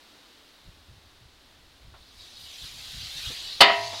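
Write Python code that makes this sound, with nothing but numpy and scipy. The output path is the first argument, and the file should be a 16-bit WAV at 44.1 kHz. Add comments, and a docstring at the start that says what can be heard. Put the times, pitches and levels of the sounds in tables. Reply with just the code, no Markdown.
"""A fuse and a bang

A fuse hisses faintly, then fizzes loudly; its echoes off nearby surfaces sweep as it passes the
microphone. The charge goes off with one hard, ringing bang that overloads the microphone and turns
its gain down, and the mixture burns on. Soft low puffs and a few light knocks sound over a quiet hiss."""
import sys
import numpy as np
from scipy import signal
from scipy.fft import rfft, irfft, next_fast_len
from scipy.io import wavfile
from scipy.ndimage import uniform_filter1d, map_coordinates

SR = 44100
rng = np.random.default_rng(int(sys.argv[2]) if len(sys.argv) > 2 else 0)


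def int16_out(signal):
    """Quantize to a 16-bit WAV file."""
    q = np.round(np.clip(np.atleast_2d(signal).T, -1, 1) * 32767)
    wavfile.write(sys.argv[1], SR, q.astype(np.int16))


N = 176400  # 4 seconds

# Tone of air pushing on the microphone (frequency [Hz], relative level [dB])
PUFF_SPECTRUM = [(15, -15), (40, 3), (75, 2.5), (130, -0.5), (200, -13.5), (400, -34), (900, -95)]


def amp(db):
    """Turn decibels into a gain."""
    return 10 ** (np.asarray(db) / 20)


def unit(x):
    """Scale x to an average (rms) level of 1."""
    return x / np.sqrt(np.mean(x ** 2) + 1e-20)


def along(points, hz):
    """Read (frequency, value) points at hz, on a log frequency axis."""
    freqs, values = np.transpose(points)
    return np.interp(np.log(hz + 1), np.log(freqs + 1), values)


def since(start):
    """Seconds after start, zero before it."""
    return np.maximum(np.arange(N) / SR - start, 0)


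def curve(points):
    """Join (time, value) points with straight lines."""
    return np.interp(since(0), *np.transpose(points))


def wobble(rate):
    """A smooth curve through rate random values a second."""
    values = rng.standard_normal(int(N * rate / SR) + 4)
    return map_coordinates(values, [np.arange(N) * rate / SR])


def filtered(x, response):
    """Scale each frequency in x by response(hz)."""
    size = next_fast_len(N + SR // 2)
    return irfft(rfft(x, size) * response(np.fft.rfftfreq(size, 1 / SR)), size)[:N]


def noise(spectrum):
    """Noise with the given tone, at level 1."""
    return unit(filtered(rng.standard_normal(N), lambda hz: amp(along(spectrum, hz))))


def strike(start, rise, t60):
    """A quick rise, then a fade of 60 dB every t60 seconds."""
    t = since(start)
    return (1 - np.exp(-t / rise)) * np.exp(-np.log(1000) * t / t60)


def background_hiss():
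    """A quiet, even hiss."""
    # Tone of the hiss (frequency [Hz], relative level [dB])
    spectrum = [(100, -18), (200, -3), (295, 3), (390, -2), (900, -3), (1800, -4), (2400, -5.5), (3000, -3),
                (3800, 0), (4500, -3), (5300, -8), (6300, -12), (7500, -15), (10000, -17.5), (15500, -22.5)]
    # Its loudness (time [s], level [dB])
    levels = [(0, -54.7), (.5, -55.7), (.7, -57.3), (1.6, -57.7), (4, -57.5)]
    return noise(spectrum) * amp(curve(levels) + 0.27 * wobble(9.2))


def buffets():
    """Soft puffs and an uneven low rumble on the microphone."""
    # Each puff (peak time [s], half width [s], level [dB])
    puffs = [(0.684, 0.015, -42.5), (0.911, 0.021, -50), (.972, 0.014, -51), (1.245, 0.029, -54.5),
             (1.87, 0.023, -51.5), (1.936, .02, -54.5), (2.41, 0.015, -55), (2.644, 0.016, -46),
             (2.77, 0.036, -53.5), (2.964, 0.022, -41.5), (3.036, 0.022, -46.5), (3.17, 0.018, -46.5),
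             (3.286, 0.027, -41.5)]
    # Tone of the rumble (frequency [Hz], relative level [dB])
    rumble_spectrum = [(15, -3), (45, -0.5), (80, 2), (130, -10), (250, -19), (600, -48)]
    # Its loudness (time [s], level [dB])
    rumble_levels = [(0, -70), (.5, -69), (.7, -63), (1.7, -63.5), (1.9, -55.5), (2.5, -62.5),
                     (2.95, -56.5), (3.4, -59.5), (4, -63)]
    swells = sum(amp(db) * np.exp(-.5 * ((since(0) - peak) / width) ** 2) for peak, width, db in puffs)
    puffing = noise(PUFF_SPECTRUM) * swells
    return puffing + noise(rumble_spectrum) * amp(curve(rumble_levels) + 2.1 * wobble(14))


def knocks():
    """Light handling knocks, each a dull burst of noise."""
    # Each knock (time [s], level [dB], centre frequency [Hz], time to fade 60 dB [s])
    hits = [(1.937, -44, 800, 0.12), (3.301, -37, 296, 0.091), (3.926, -34.5, 721, 0.15)]
    out = np.zeros(N)
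    for start, db, centre_hz, t60 in hits:
        # 6.5 dB weaker per octave from the centre, with the treble cut
        tone = lambda hz: amp(-6.5 * abs(np.log2((hz + 1) / centre_hz))) / (1 + (hz / 4500) ** 4)
        body = unit(filtered(rng.standard_normal(N), tone))
        out += amp(db) * body * strike(start, 0.004, t60)
    return out


def flame():
    """The flame flutters low and unsteadily after the bang."""
    hz = 104 + 7 * wobble(25)
    flutter = unit(np.sin(2 * np.pi * np.cumsum(hz) / SR))
    return amp(-52.5 + 2.5 * wobble(25)) * flutter * strike(start=3.77, rise=.01, t60=4)


def turbulence(x, depth_db=2.2):
    """Swirling gas makes patches of the spectrum briefly louder or softer."""
    bands = signal.stft(x, nperseg=1024)[2]
    patches = uniform_filter1d(rng.standard_normal(bands.shape), size=6, axis=0)
    patches = unit(uniform_filter1d(patches, size=5, axis=1))
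    return unit(signal.istft(bands * amp(depth_db * patches), nperseg=1024)[1][:N])


def fuse():
    """A gas jet sputters and sparks spit; two moving echoes cancel a shifting set of frequencies."""
    # Tone of the jet (frequency [Hz], relative level [dB])
    jet_spectrum = [(200, -32), (700, -18.5), (1400, -16.5), (2200, -10), (3000, -4.5), (3900, -0.5),
                    (4600, -3.5), (5500, -10.5), (7000, -14.5), (10000, -28.5), (16000, -46)]
    # Tone of the sparks (frequency [Hz], relative level [dB])
    spark_spectrum = [(1000, -10), (2500, -12.5), (6000, 1.5), (8000, -1), (11000, -0.5), (14000, -6),
                      (16000, -12)]
    # Loudness of the sparks beside the jet (time [s], relative level [dB])
    spark_levels = [(2.2, -12.5), (2.28, -13), (2.36, -14), (2.41, -5.5), (2.48, -10.5), (2.63, -11),
                    (2.8, -10.5), (3.05, -13.5), (3.22, -11.5), (3.45, -15.5), (4.0, -19)]
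    # Echo off the nearest surface (time [s], delay [ms])
    echo_delays = [(2.3, .21), (2.45, 0.22), (2.53, 0.33), (2.58, 0.38), (2.65, 0.64), (2.82, 1.47),
                   (2.95, 1.46), (3.08, 1.55), (3.2, 1.03), (3.3, 0.54), (3.42, 0.26), (3.6, 0.19)]
    # Loudness of the whole fuse (time [s], level [dB])
    burn_levels = [(1.75, -88), (2.0, -61), (2.12, -58.5), (2.2, -49.5), (2.42, -48.5), (2.56, -44.5),
                   (2.65, -41), (2.72, -44), (2.97, -39.5), (3.11, -38.5), (3.29, -36), (3.42, -38),
                   (3.6, -39.5), (3.84, -36.5), (4.0, -36.5)]
    jet = turbulence(noise(jet_spectrum)) * amp(0.54 * wobble(24.96) + 0.76 * wobble(260))
    sparks = noise(spark_spectrum) * unit(amp(1.2 * wobble(1300))) * amp(curve(spark_levels))
    direct = jet + sparks
    near_ms = curve(echo_delays)
    far_ms = near_ms + 2.42
    echo = lambda ms: map_coordinates(direct, [np.arange(N) - ms * SR / 1000])
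    return amp(curve(burn_levels)) * unit(direct + .26 * echo(near_ms) + .22 * echo(far_ms))


def bang(start=3.605, rise=0.0029):
    """The charge sends out a shock that echoes, thumps the microphone and sets the enclosure ringing."""
    # Tone of the blast (frequency [Hz], relative level [dB])
    blast = [(30, -30), (170, -18), (300, -14), (480, -17), (580, -4), (780, 4.5), (880, -12), (1000, 0),
             (1300, -3), (1650, -7.5), (1950, -2), (2300, -7), (3050, -1), (3400, -7.5), (4700, -3),
             (5600, -24.5), (8000, -35), (16000, -67)]
    # How long its dense echoes last (frequency [Hz], time to fade 60 dB [s])
    fade_times = [(60, 0.15), (260, 0.43), (600, 0.22), (1000, 0.23), (2000, 0.39), (3000, 0.33),
                  (4500, .25), (8000, 0.31)]
    # Ringing notes of the enclosure (frequency [Hz], level [dB], time to fade 60 dB [s])
    notes = [(406.4, -21.5, 0.52), (558, -9.5, 0.16), (636.5, -28, 0.93), (680, -14.5, 0.7),
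             (730.5, -24, 0.48), (754, -27, 0.63), (783, -11.5, 0.32), (855, -33, 0.96), (915, -32.5, 0.82),
             (968, -15, 0.59), (1021, -23, 0.59), (1097, -30, 0.63), (1282, -20.5, 0.42), (1824, -21, 0.52),
             (1916, -15, 0.49), (2063, -10.5, 0.29), (2090, -31.5, 0.94), (2687, -27, 0.67),
             (2972, -10, 0.29), (2980, -25, 0.38), (3620, -7, 0.21), (4520, -23, 0.31)]
    hz, t, bands = signal.stft(noise(blast), SR, nperseg=256)
    fade = amp(-60 * np.maximum(t - start, 0) / along(fade_times, hz)[:, None])
    echoes = signal.istft(bands * fade, SR, nperseg=256)[1][:N] * (1 - np.exp(-since(start) / rise))
    crack = noise(blast) * strike(start + 0.00096, rise, t60=0.13)  # first shock and closest echoes
    thump = noise(PUFF_SPECTRUM) * strike(start, rise, t60=0.049)  # the pressure wave
    dull_blast = unit(filtered(noise(blast), lambda hz: 1 / (1 + (hz / 1514) ** 2)))
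    wall_slap = dull_blast * strike(start + .089, rise, t60=.12)
    ring = np.zeros(N)
    for note_hz, db, t60 in notes:
        phase = 2 * np.pi * note_hz * since(start) + 0.17 * wobble(40)  # wavers slightly
        ring += amp(db) * strike(start, 0.011, t60) * np.sin(phase)
    return amp(-3.5) * echoes + amp(-4) * crack + amp(-36) * thump + amp(-15) * wall_slap + ring


def scene():
    """All sources at one microphone."""
    return (background_hiss() + buffets() + knocks() + fuse() + bang() + flame())[None]


def record(dry):
    """The bang clips until the recorder turns its gain down; the highest treble is cut off."""
    threshold_db, attack_s, release_db_per_s = -9, 0.036, 88
    clip_level, hardness, top_hz = .69, 10, 15900
    power = np.abs(uniform_filter1d(dry[0] ** 2, size=128)) + 1e-12
    excess_db = np.maximum(10 * np.log10(power) - threshold_db, 0)
    release = release_db_per_s * since(0)
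    held_db = np.maximum.accumulate(excess_db + release) - release  # each peak sinks back steadily
    step = 1 / (attack_s * SR)
    cut_db = signal.lfilter([step], [1, step - 1], held_db)  # the gain reacts a little late
    ducked = dry[0] * amp(-cut_db)
    clipped = ducked / (1 + abs(ducked / clip_level) ** hardness) ** (1 / hardness)
    return filtered(clipped, lambda hz: hz < top_hz)[None]


dry = scene()
out = record(dry)
int16_out(out)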